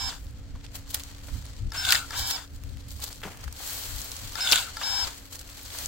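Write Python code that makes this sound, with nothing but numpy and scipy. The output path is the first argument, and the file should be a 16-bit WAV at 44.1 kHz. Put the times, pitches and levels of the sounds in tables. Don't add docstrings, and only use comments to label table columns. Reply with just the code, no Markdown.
import sys
import numpy as np
from scipy import signal
from scipy.fft import rfft, irfft
from scipy.io import wavfile
from scipy.ndimage import uniform_filter1d

SR = 44100
rng = np.random.default_rng(int(sys.argv[2]) if len(sys.argv) > 2 else 0)


def bounce(signal):
    frames = np.transpose(np.atleast_2d(signal))
    limited = np.clip(frames, -1, 1)
    pcm = np.round(limited * 32767).astype(np.int16)
    wavfile.write(sys.argv[1], SR, pcm)


def linear_from_db(decibels):
    return 10 ** (np.asarray(decibels, float) / 20)


N = 258867

# (power on [s], power off [s], rattle [dB], whine [dB], brightness [dB])
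OPENING = [
    (-.2, 0.092, -34.5, -35.5, -11),
    (2.114, 2.36, -34, -34.5, -9),
    (4.79, 5.04, -32.5, -28, -9),
]
# (power on [s], power off [s], rattle [dB], whine [dB], brightness [dB])
CLOSING = [
    (1.728, 1.974, -34, -27.5, -8.5),
    (4.364, 4.614, -31, -21.5, -9),
]
# (time [s], speed lost as whine [Hz], crush above rattle [dB], strained line [dB], groan [dB])
RESISTANCE = [
    (1.9, 471.2, 14, -29, -33),
    (4.51, 390, 9.5, -27.5, -38.5),
]
# (left-right [dB], left leads [rad], turning [dB/s])
WHINE_AIM = [
    (-13.5, 1.2, 0),
    (-9.5, -2.5, -58),
    (8.5, 4, 10),
    (0, 0.5, -2),
    (-1, -0.5, 0),
]
GEAR_HZ = [780.6, 985, 1561, 1647, 2304, 3120, 3375, 3709, 3900, 3951, 4678, 7079, 7327]
# (level [dB], left-right [dB], change along the stroke [dB/s])
GEARS = [(-4.5, -0.5, 12), (-4, 1, 11), (-9.5, 3, -19), (-6, 4, -22), (-7.5, -11, 0), (-5.5, 2, -19),
         (-14.5, 5, -3), (-4.5, 7, -4), (-2, -2, -22), (-7, 11, -12), (-11, 2, 3), (-17, 2, 0),
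         (-5, 11, 16)]
# (frequency [Hz], density [dB per Hz])
FREE_COLOUR = [(240, -17), (400, -17), (710, -4.5), (777, -1), (970, 4), (1210, -5), (1590, 3.5),
               (2180, -15.5), (3520, 1.5), (3810, -5), (4940, -2), (5410, -4.5), (5860, -9.5), (7500, -2),
               (9000, -12), (11700, -99), (19800, -120)]
# (frequency [Hz], density [dB per Hz])
LOADED_COLOUR = [(240, -21), (400, -30.5), (656, -15), (738, -10), (1190, -13), (1450, 4), (2010, -22.5),
                 (2090, -8.5), (3170, -8.5), (3570, -9.5), (3960, -6.5), (4940, -9.5), (5630, -18),
                 (7310, -8.5), (9000, -19), (11700, -35.5), (19800, -120)]
# (frequency [Hz], width [Hz], level [dB])
HOUSING = [(1345, 130, -9), (3900, 100, 0)]
# (delay [s], left [dB], right [dB])
ECHOES = [(.0011, -6, -8), (.0023, -9, -7), (.0041, -11, -12), (.0068, -14, -12), (.011, -17, -18)]
# (time [s], rustle [dB], brightness [dB])
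RUSTLE = [(0, -52, -10), (.24, -63.5, 3), (.6, -64, -54), (.88, -59, -18), (1.07, -55, -12),
          (1.19, -57, -6), (1.37, -52.5, -2), (1.46, -57, -6), (1.72, -60, -13), (2.07, -50.5, -5),
          (2.46, -63.5, 0), (2.87, -60, -8), (3.5, -57, -7), (3.57, -51, 0), (3.68, -44, 5),
          (4.1, -48.5, 2), (4.75, -50, -8), (5.1, -51.5, 0), (5.31, -58.5, 0.5), (5.46, -54, -0.5),
          (5.7, -50, -1), (5.78, -45, 1), (5.87, -46.5, 4)]
# (time [s], peak [dB], time to fall 10 dB [s], brightness [dB], low crush [dB])
CRUSHES = [(0.649, -53, -0.21, -12, -1.5), (0.754, -44.5, 0.03, 2, -4), (0.911, -47.5, -0.07, 5, -6),
           (0.95, -44, 0.0843, 0, -3.5), (1.274, -49.5, -0.05, 4, -6), (2.178, -35, 0.0674, -0.5, -14),
           (2.285, -38, 0.0228, 7.5, -16), (2.31, -36, 0.0165, 5, -7), (2.899, -53, 0.2, 3.5, -24),
           (3.022, -41, 0.08, 1.5, -8), (3.13, -48.5, 0, -10, -4), (3.238, -53.5, 0.24, 1, 4),
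           (5.075, -40, 0.04, -15, -3.5), (5.333, -43.5, 0.02, 3, -7.5), (5.398, -50, -1.13, 5, -7)]
# (frequency [Hz], density [dB per Hz])
LEAVES = [(1470, -46), (2500, -14), (3220, 6.5), (3590, 5.5), (4250, 8.5), (5070, 4), (7560, 2), (9900, -7),
          (11500, -1), (15100, -1), (15700, 3)]
# (frequency [Hz], width [Hz], level [dB])
LEAF_RINGS = [(4450, 450, 2), (7550, 610, 2), (11650, 800, 2.5)]
# (time [s], level [dB])
GUSTS = [
    (0.0, -44),
    (0.39, -43),
    (1.11, -46),
    (1.44, -42),
    (2.52, -50),
    (2.83, -45),
    (2.93, -47.5),
    (5.87, -51.5),
]
# (time [s], peak [dB], left-right [dB], length [s])
BUFFETS = [(0.04, -32, -4.0, 0.05), (0.239, -37.5, -5, 0.051), (0.523, -27, 0, 0.048),
           (0.739, -40, -4, 0.093), (1.313, -28, -11.5, 0.06), (1.628, -23.5, 9, 0.045),
           (1.859, -36.5, 0.5, 0.066), (2.195, -30, -5, 0.054), (2.529, -31.5, -3.0, 0.037),
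           (2.64, -29.5, 6.5, 0.056), (2.713, -29.5, 8, 0.056), (2.875, -34, -7, 0.089),
           (2.983, -43, -9, 0.033), (3.236, -39, -2.5, 0.1), (3.45, -32.5, 7, 0.043),
           (3.915, -31, 9.5, 0.065), (4.208, -34.5, 3, 0.1), (4.554, -41, 1, 0.14), (5.039, -33, 9, 0.032),
           (5.845, -33.5, -6, 0.052)]
# (frequency [Hz], density [dB per Hz])
WIND = [(11, -59.5), (18, -2.5), (43, -1), (70, 1.5), (97, -2.5), (172, -19), (246, -24.5), (260, -18),
        (340, -35.5), (570, -120)]
# (frequency [Hz], density [dB per Hz])
AIR = [(88, -1.5), (150, -8), (226, 0), (274, -7.5), (353, -7), (501, -8), (658, -11), (1160, -19.5),
       (1330, -13), (4610, -24.5), (7490, -28), (10200, -36), (15700, -29)]
# (frequency [Hz], width [Hz], level [dB])
HUM = [(280.2, 4.97, -59.5), (99.8, 9.02, -58), (504, 67, -68.5)]
# (time [s], peak [dB], ring [Hz], t60 [s])
KNOCKS = [(0.12, -32.5, 1400, .12), (0.551, -43.5, 980, 0.07), (0.87, -48, 910, 0.053),
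          (1.283, -34.5, 1190, 0.054), (1.286, -39, 237.6, 0.0054), (1.745, -27, 1350, 0.1),
          (2.128, -28, 1440, 0.12), (2.375, -30.5, 1400, 0.19), (2.993, -40.5, 990, 0.09),
          (3.023, -43, 830, 0.18), (3.045, -49, 1019, .06), (3.074, -42, 853.2, 0.068),
          (3.102, -39.5, 756, .06), (3.228, -27, 1500, 0.17), (3.23, -35, 540, 0.18),
          (3.235, -38, 2900, 0.071), (3.249, -29, 228, 0.17), (3.251, -39, 780, 0.21),
          (3.27, -34, 702, 0.18), (3.6, -37, 756, 0.071), (4.1, -42, 1610, 0.065),
          (4.384, -25.5, 1120, 0.033), (4.529, -17.5, 864, 0.04), (4.813, -23.5, 1490, 0.037),
          (5.068, -30, 1440, 0.063), (5.592, -36, 2200, .02), (5.749, -31.5, 1200, 0.028)]
# (time [s], peak [dB], ring [Hz])
TICKS = [(0.2674, -37.5, 4500), (0.33, -43, 14200), (0.395, -46, 14500), (0.611, -37, 2800),
         (0.6496, -34, 3440), (0.761, -21, 12500), (0.878, -48, 3280), (0.893, -33.5, 4710),
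         (0.909, -44, 4240), (1.0947, -47, 3050), (1.1144, -39, 3060), (1.1478, -31.5, 4160),
         (1.1752, -51, 6070), (1.2141, -40, 3840), (1.2506, -41, 7910), (1.5025, -47, 4340),
         (1.5656, -33.5, 4900), (1.7055, -35, 4720), (2.477, -36, 4260), (2.8876, -40, 4230),
         (2.9068, -25, 5650), (3.065, -25, 4270), (3.08, -23.5, 4200), (3.1586, -29, 6500),
         (3.1772, -37, 4300), (3.236, -22, 2950), (3.332, -35, 4270), (3.4095, -29, 6010),
         (3.5633, -33, 4490), (3.697, -21, 4300), (3.7322, -17, 11500), (3.8364, -18.5, 4490),
         (3.9837, -23, 5920), (4.017, -16.5, 7470), (4.0442, -20, 14500), (4.1658, -21, 5860),
         (4.2767, -25.5, 4380), (4.322, -25, 7500), (4.333, -26.5, 4400), (5.1787, -27, 7750),
         (5.4804, -40, 4250), (5.49, -33.5, 1950), (5.5333, -44, 4300), (5.6311, -26, 12000),
         (5.6506, -28, 7580), (5.6605, -25, 4740), (5.7034, -24.5, 3120), (5.7404, -24, 6730),
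         (5.8591, -12.5, 6100)]
# (time [s], peak [dB], ring [Hz], crack above ring [dB])
TWIGS = [(0.3096, -40.5, 9000, 1), (0.386, -44, 11000, 4), (0.647, -47, 4340, -15),
         (0.6643, -33, 3660, -24), (0.746, -41, 12000, -8), (0.829, -45, 12000, -13),
         (0.9441, -10, 4600, 8), (0.9452, -7, 15600, -15), (0.9467, -13.5, 4370, -1),
         (0.996, -23, 13500, -3), (0.998, -27, 3200, -15), (1.0035, -27, 3300, -10),
         (1.0356, -21.5, 5370, 6), (1.0355, -29, 12500, -6), (1.455, -30, 6000, 9),
         (1.4648, -32.5, 5030, -9), (2.637, -29.5, 1800, 12), (2.771, -37, 2930, 2),
         (2.886, -29.5, 7240, -1), (3.002, -26, 8550, 2), (3.023, -22, 5900, -12), (3.06, -43, 4370, -10),
         (3.1285, -24, 6000, -29), (3.217, -33, 1500, 2), (3.3728, -31, 1350, 17), (3.442, -30, 1350, 18),
         (3.479, -28.5, 1090, -13), (3.5262, -23.5, 6500, 9), (3.675, -22, 7100, -15),
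         (4.117, -18.5, 6260, -23), (5.3285, -26.5, 5540, 0), (5.356, -26, 6900, -9),
         (5.393, -25.5, 6140, -15), (5.5914, -37, 8000, -6), (5.7483, -38, 5000, -4),
         (5.787, -17.5, 6550, -22)]
# (time [s], peak [dB], left-right [dB])
TRIGGER = [
    (1.719, -24.5, 4),
    (2.106, -24.5, 3),
    (4.354, -25, 14),
    (4.768, -22, 3),
]
# (frequency [Hz], level [dB], t60 [s])
SWITCH = [(880, -6, 0.13), (1350, -2, 0.09), (1704, 2, 0.037), (2120, -5, 0.032), (3660, -3, 0.032),
          (4720, 5, 0.023), (5220, 8, 0.02), (6500, -3, 0.018)]
# (time [s], peak [dB], ring [Hz], t60 [s])
SNAPS = [(1.8503, -14, 3540, 0.015), (1.8545, -19, 5600, 0.01), (1.867, -23, 5200, 0.016),
         (1.8892, -11, 3410, 0.015), (1.8943, -11, 4200, 0.0053), (1.8975, -32, 6500, 0.0071),
         (1.904, -31, 3600, .008), (1.9063, -4, 4400, 0.0088), (1.9134, -16, 3820, 0.022),
         (1.9223, 0.5, 4450, 0.0063), (1.9242, -6.5, 2730, 0.012), (1.9248, -12, 1610, 0.035),
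         (1.928, -18, 3500, .012), (1.9305, -10, 6500, 0.0048), (1.936, -35, 7000, .008),
         (1.948, -15, 1730, 0.04), (1.9488, -13, 4270, 0.009), (1.954, -9, 4500, 0.0088),
         (1.961, -16.5, 3500, 0.0097), (1.965, -24, 3470, .008), (4.4723, -14, 3400, 0.041),
         (4.4882, -15.5, 3440, .025), (4.501, -17, 6960, 0.0088), (4.5148, -8, 5700, 0.013),
         (4.5165, -15, 4300, 0.016), (4.522, 2.5, 4200, 0.0038), (4.5253, -3.5, 4100, 0.0057),
         (4.5284, -2, 4200, 0.0074), (4.53, -2.5, 2770, 0.017), (4.533, -10, 3280, 0.017),
         (4.5361, -16, 2700, .012), (4.5415, -26, 4400, .01), (4.548, -19, 3500, .02),
         (4.5576, -11.5, 3580, 0.024), (4.558, -17.5, 1580, 0.027), (4.559, -8, 7150, 0.0089),
         (4.571, -18, 3300, .015), (4.577, -13, 3600, 0.013), (4.582, -16, 3640, .01),
         (4.5853, -13, 3600, 0.0056), (4.591, -21, 3320, 0.013), (4.595, -20, 4100, .008)]

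FULL_HZ, REST_HZ, SPIN_UP_HZ_PER_S, COAST_S, STOP_S = 5270, 798, 100000, .043, .096
SAG_POWER = 1.6
BITE_S, LET_GO_S, CRUSH_LAG_S = .1, .12, 0.02
SWELL_DB_PER_S, START_SHARE, COAST_DB_PER_S = 1.5, 0.54, 81
FREE_LINES_DB, LOADED_LINES_DB = -10, -14.5
WHINE_SWELL_DB_PER_S, WHINE_COAST_DB_PER_S, WHINE_BURIED_DB, WHINE_SPEED_DB = 16.5, 380, 27, 260
WHINE_GONE_S = .018
UNSTEADY_DB = 18
GEAR_WOBBLE_RAD, GEAR_FLUTTER_DB = .5, 3.2
STRAINED_HZ, STRAIN_RANGE_DB, STRAIN_FADE_DB = 3709, 28, 33
GROAN_HZ, GROAN_SAG_HZ, GROAN_RANGE_DB, GROAN_WOBBLE_RAD = 1580, 213.6, 11.5, 1.3
SETTLE_DB, SETTLE_S = -2.5, 0.036
CRUSH_RISE_DB_PER_S, LOW_CRUSH_DB = 708, -4.5
AIR_DB = -53
BUFFET_LOSS_DB = 8

SIDES = np.array([[.5], [-.5]])


def rms_one(x):
    return x / np.sqrt(np.mean(x ** 2) + 1e-20)


def in_time(rows):
    s, *values = np.transpose(rows)
    t = np.arange(N) / SR
    return [uniform_filter1d(np.interp(t, s, v), size=200) for v in values]


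def colour(x, points, peaks=()):
    hz = np.arange(8193) * SR / 16384 + 1
    point_hz, point_db = np.transpose(points)
    db = np.interp(np.log(hz), np.log(point_hz), point_db)
    for centre_hz, width, top_db in peaks:
        db = db + top_db / (1 + (2 * (hz - centre_hz) / width) ** 2)
    cepstrum = irfft(db * np.log(10) / 20)
    cepstrum[1:8192] *= 2
    cepstrum[8193:] = 0
    response = irfft(np.exp(rfft(cepstrum)))[None, :8192]
    return rms_one(signal.fftconvolve(np.atleast_2d(x), response, axes=1)[:, :N])


def butter(x, order, hz, kind):
    return signal.sosfilt(signal.butter(order, hz, kind, fs=SR, output="sos"), x)


def passband(x, low_hz, high_hz, order=2):
    return rms_one(butter(x, order, [low_hz, min(high_hz, .45 * SR)], "band"))


def drift(rate):
    r = np.exp(-80 * np.pi * rate / SR)
    noise = rng.standard_normal(N // 40 + 2002)
    slow = signal.lfilter([1], [1, -2 * r, r * r], noise)[2000:]
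    return np.interp(np.arange(N) / 40, np.arange(len(slow)), rms_one(slow))


def pair(shared, own, alike):
    alike = np.clip(alike, 0, 1)
    return np.sqrt(1 + alike) * shared + np.sqrt(1 - alike) * own * [[1], [-1]]


def grains(per_s, spread_db, hiss_db):
    sizes = linear_from_db(spread_db * np.minimum(rng.exponential(1, (2, N)), 5))
    sizes = sizes * rng.choice([-1, 1], (2, N))
    clicks = rms_one(sizes * (rng.random((2, N)) < per_s / SR))
    return clicks + linear_from_db(hiss_db) * rng.standard_normal((2, N))


def place(x, lean_db, lag, echo_db):
    t = np.arange(N)
    out = np.atleast_2d(x) * linear_from_db(SIDES * lean_db)
    out[0] = np.interp(t - round(lag), t, out[0])
    highs = signal.lfilter(*signal.butter(2, 2500, "high", fs=SR), out)
    for delay, left_db, right_db in ECHOES:
        for side, db in enumerate((left_db, right_db)):
            d = round(delay * SR * (1 + 0.25 * side))
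            out[side, d:] += linear_from_db(db + echo_db) * highs[side, :-d] * (-1) ** side
    return out


def add(out, s, burst, pan_db):
    i = round(s * SR)
    n = min(burst.shape[-1], N - i)
    out[:, i:i + n] += burst[..., :n] * linear_from_db(SIDES * pan_db)


def per_stroke(rows, level):
    t, out = np.arange(N) / SR, np.full(N, -120.)
    for k, row in enumerate(rows):
        turning = (t > row[0]) & (t < row[1] + STOP_S)
        out = np.where(turning, level(k, t - row[0], t - row[1]), out)
    return uniform_filter1d(out, size=200)


def held_speed(loads):
    return FULL_HZ - sum(load ** SAG_POWER * row[1] for load, row in zip(loads, RESISTANCE))


def speed_and_load():
    t, speed = np.arange(N) / SR, np.full(N, float(REST_HZ))
    loads = [np.interp(t, [s - BITE_S, s, s + LET_GO_S], [0, 1, 0]) for s, *_ in RESISTANCE]
    held = held_speed(loads)
    for on, off, *_ in OPENING + CLOSING:
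        ramp = np.minimum(REST_HZ + SPIN_UP_HZ_PER_S * (t - on), held)
        late = np.maximum(t - off, 0) / COAST_S
        speed = np.where((t > on) & (t < off + STOP_S), ramp * np.exp(-late), speed)
    return uniform_filter1d(speed, size=450).clip(0, FULL_HZ), loads


def gearbox(level_db, top_db, spectrum, peaks, per_s, spread_db):
    shake = grains(per_s, spread_db, hiss_db=-4.5)
    body = pair(*colour(shake, spectrum, peaks), alike=0.38)
    fizz = pair(*passband(shake, 10300, 20800), alike=0.16)
    return linear_from_db(level_db - 6.5) * (body + linear_from_db(top_db) * fizz)


def whine(turn, speed, loads, passed):
    strokes, held = OPENING + CLOSING, held_speed(loads)

    def whine_level(k, on, off):
        powered = WHINE_SPEED_DB * np.log10(speed / held) + WHINE_SWELL_DB_PER_S * off
        coasting = -WHINE_COAST_DB_PER_S * off * (1 + off / WHINE_GONE_S)
        return strokes[k][3] + np.where(off < 0, powered, coasting)

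    smothered = per_stroke(CLOSING, lambda k, on, off: np.clip(2 * (passed - k), 0, 1) ** .5).clip(0)
    whine_db = per_stroke(strokes, whine_level) - WHINE_BURIED_DB * smothered
    whine_db = whine_db + UNSTEADY_DB * (1 - speed / FULL_HZ) ** .5 * drift(90).clip(-3, .7)
    aim_db = per_stroke(strokes, lambda k, on, off: WHINE_AIM[k][0] + WHINE_AIM[k][2] * off).clip(-30)
    lead = per_stroke(strokes, lambda k, on, off: WHINE_AIM[k][1])
    return np.sqrt(2) * linear_from_db(whine_db + SIDES * aim_db + 0.17 * drift(33)) * np.sin(turn + SIDES * lead)


def gear_lines(line_db, turn, speed):
    along = per_stroke(OPENING + CLOSING, lambda k, on, off: off).clip(-.3, 0)
    impact = (speed / FULL_HZ) ** 2.2
    impact = impact * linear_from_db(1.9 * np.clip(np.gradient(speed), 0, 1))
    out = np.zeros((2, N))
    for hz, (db, pan_db, change_db) in zip(GEAR_HZ, GEARS):
        flutter = linear_from_db(GEAR_FLUTTER_DB * drift(49) + 0.44 * drift(7.6))
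        level = linear_from_db(line_db + db + 2.5 + SIDES * pan_db + change_db * along)
        wobble = GEAR_WOBBLE_RAD * drift(12) + SIDES * rng.uniform(-1.5, 1)
        out += level * impact * flutter * np.sin(turn * hz / FULL_HZ + wobble)
    return out


def strained_line(turn, loads, passed):
    def strain_level(k, on, off):
        unloaded = STRAIN_RANGE_DB * (1 - loads[k]) ** 2
        return RESISTANCE[k][3] - unloaded - STRAIN_FADE_DB * (passed - k) ** 3

    level = linear_from_db(per_stroke(CLOSING, strain_level) + 3 + SIDES * 4 + 4.5 * drift(60))
    return level * np.sin(turn * STRAINED_HZ / FULL_HZ + 1.2 * drift(40))


def groan(speed, loads, passed):
    def groan_level(k, on, off):
        loaded = -GROAN_RANGE_DB * (1 - loads[k])
        settling = SETTLE_DB - 10 * np.abs(off - STOP_S + SETTLE_S) / SETTLE_S
        return RESISTANCE[k][4] + np.maximum(loaded, settling)

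    groan_db = per_stroke(CLOSING, groan_level)
    hz = GROAN_HZ - GROAN_SAG_HZ * per_stroke(CLOSING, lambda k, on, off: passed - k).clip(0)
    outside_cut = passed % 1 < .01
    slow_db = 11.0 * np.log10(speed / FULL_HZ) * outside_cut
    level = linear_from_db(groan_db + 0.5 + SIDES * 6.6 + slow_db + 3.5 * drift(55))
    return level * np.sin(2 * np.pi * np.cumsum(hz) / SR + GROAN_WOBBLE_RAD * drift(51))


def motor_tones(line_db, speed, loads):
    turn, load = 2 * np.pi * np.cumsum(speed) / SR, sum(loads)
    passed = np.cumsum(load) / load.sum() * len(loads)
    tones = whine(turn, speed, loads, passed) + gear_lines(line_db, turn, speed)
    return tones + strained_line(turn, loads, passed) + groan(speed, loads, passed)


def motor():
    speed, loads = speed_and_load()
    start_db = START_SHARE * 20 * np.log10(speed / FULL_HZ)

    def free_level(k, on, off):
        return OPENING[k][2] + np.where(off < 0, SWELL_DB_PER_S, -COAST_DB_PER_S / 2) * off

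    def run_level(k, on, off):
        return CLOSING[k][2] - COAST_DB_PER_S / 2 * off.clip(0)

    free_db = start_db + per_stroke(OPENING, free_level)
    run_db = start_db + per_stroke(CLOSING, run_level)
    crush_db = sum(load * row[2] for load, row in zip(loads, RESISTANCE))
    crush_db = np.roll(crush_db, round(CRUSH_LAG_S * SR))
    free_top_db = per_stroke(OPENING, lambda k, on, off: OPENING[k][4])
    cut_top_db = per_stroke(CLOSING, lambda k, on, off: CLOSING[k][4])
    free = gearbox(free_db, free_top_db, FREE_COLOUR, (), per_s=4000, spread_db=-3.0)
    loaded = gearbox(run_db + crush_db, cut_top_db, LOADED_COLOUR, HOUSING, per_s=2500, spread_db=3.0)
    line_db = np.maximum(free_db + FREE_LINES_DB, run_db + LOADED_LINES_DB)
    return free + loaded, motor_tones(line_db, speed, loads)


def stirring():
    t = np.arange(N) / SR
    level_db, top_db = in_time(RUSTLE)
    power = linear_from_db(2 * np.array([level_db, level_db + top_db, level_db + LOW_CRUSH_DB]))
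    for s, db, fall_s, top_db, low_db in CRUSHES:
        slope = np.where(t < s, CRUSH_RISE_DB_PER_S, -10 / max(fall_s, .01))
        shape_db = db + slope * (t - s)
        power += linear_from_db(2 * shape_db.clip(-150)) * linear_from_db(2 * np.array([[0], [top_db], [low_db]]))
    return np.sqrt(power)


def leaves():
    level, top, low = stirring()
    patchy = np.clip((-44 - in_time(RUSTLE)[0]) / 12, .2, 1)
    rate = 1500 * linear_from_db(4.0 * patchy * drift(12))
    crackle = grains(rate, spread_db=3.5, hiss_db=0.5 + 5 * (1 - patchy))
    bright = colour(crackle, LEAVES, LEAF_RINGS)
    high = rms_one(np.clip(butter(bright, 4, 8800, "high"), -30, 30))
    middle = rms_one(butter(bright, 4, 8800, "low"))
    foliage = pair(*(level * middle + top * high), alike=0.0066)
    bark = low * pair(*passband(np.tanh(crackle), 395, 2670), alike=0.17)
    return linear_from_db(1.5 + 2.42 * patchy * drift(56)) * (foliage + bark) * linear_from_db(SIDES * 2.4)


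def wind_gain():
    (gust_db,) = in_time(GUSTS)
    t = np.arange(N) / SR
    power = np.tile(linear_from_db(2 * (gust_db + 0.68 * drift(30.0))), (2, 1))
    for s, db, pan_db, length in BUFFETS:
        near = slice(max(round((s - length) * SR), 0), round((s + 4 * length) * SR))
        swell = np.exp(-((t[near] - s - length / 2) / length) ** 2 * 2)
        power[:, near] += linear_from_db(2 * (db - BUFFET_LOSS_DB) + 2 * SIDES * pan_db) * swell
    return np.sqrt(power)


def background():
    wind = wind_gain() * pair(*colour(rng.standard_normal((2, N)), WIND), alike=0.77)
    air = linear_from_db(AIR_DB - 5.0) * pair(*colour(rng.standard_normal((2, N)), AIR), alike=0.38)
    hum = 0
    for hz, width, db in HUM:
        cycles = np.cumsum(hz + width / 2 * drift(5.95)) / SR
        hum = hum + linear_from_db(db + 1.9 * drift(0.78)) * np.sqrt(2) * np.sin(2 * np.pi * cycles)
    return wind + air + hum * linear_from_db(SIDES * 3)


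def knocks():
    out, t = np.zeros((2, N)), np.arange(6000) / SR
    for s, db, hz, t60 in KNOCKS:
        ring = passband(rng.standard_normal(len(t)), hz * 0.74, hz * 1.21, order=1)
        contact = np.minimum(t / max(t60 * 0.03, .001), 1)
        thud = ring * linear_from_db(-60 * t / max(t60, .005)) * contact
        add(out, s, linear_from_db(db) * thud / np.abs(thud).max(), pan_db=3.0)
    return out


def cracks(rows, top_hz, tail_db, width, alike):
    out, t = np.zeros((2, N)), np.arange(2800) / SR
    sharp = linear_from_db(-60 * t / .005)
    for s, db, hz, crack_db, pan_db, t60 in rows:
        noise = rng.standard_normal((2, 2, len(t)))
        noise[0, :, 2] = 8
        wood = passband(pair(*noise[0], alike), hz / width, hz * width) * linear_from_db(-60 * t / max(t60, .003))
        splinters = linear_from_db(tail_db + .3 * db - 60 * t / .07)
        crack = passband(pair(*noise[1], alike), 930, top_hz, order=1) * (linear_from_db(crack_db) * sharp + splinters)
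        burst = wood + crack
        add(out, s, linear_from_db(db) * burst / np.abs(burst).max(axis=1, keepdims=True), pan_db)
    return out


def ticks():
    rows = [(*row, -7, rng.normal(2, 4), .014) for row in TICKS]
    return cracks(rows, top_hz=19000, tail_db=-14, width=1.3, alike=.3)


def twigs():
    rows = [(*row, rng.normal(1.5, 2.5), .015) for row in TWIGS]
    return cracks(rows, top_hz=19000, tail_db=-14, width=1.6, alike=.3)


def trigger():
    out, t = np.zeros((2, N)), np.arange(2000) / SR
    for s, db, pan_db in TRIGGER:
        ring = linear_from_db(0.5 - 60 * t / 0.022) * rng.standard_normal(len(t))
        for hz, mode_db, t60 in SWITCH:
            strength_db = mode_db + rng.normal(0, 1.3)
            ring = ring + linear_from_db(strength_db - 60 * t / t60) * np.sin(2 * np.pi * hz * t)
        ring = ring * np.minimum(t / 0.0011, 1)
        add(out, s, linear_from_db(db) * ring / np.abs(ring).max(), pan_db)
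    return out


def snaps():
    rows = [(s, db, hz, -5 + .3 * db, rng.normal(2.5, 2), t60) for s, db, hz, t60 in SNAPS]
    return cracks(rows, top_hz=13000, tail_db=-20, width=1.14, alike=.35)


def scene():
    rattle, tones = motor()
    shears = linear_from_db(1.0) * place(rattle, lean_db=3.5, lag=2, echo_db=-0.5) + tones
    surroundings = leaves() + background() + knocks()
    breaks = linear_from_db(-4) * ticks() + twigs() + trigger() + snaps()
    return shears + linear_from_db(0.84) * place(breaks, lean_db=1, lag=1, echo_db=-8) + surroundings


def roll_off(x):
    return signal.sosfilt(signal.butter(12, 17020, fs=SR, output="sos"), x)


def record(dry):
    below = signal.sosfilt(signal.ellip(10, .5, 45, 15900, fs=SR, output="sos"), dry)
    mix = 0.92 * np.tanh(below / 1.015)
    return roll_off(mix)


dry = scene()
out = record(dry)
bounce(out)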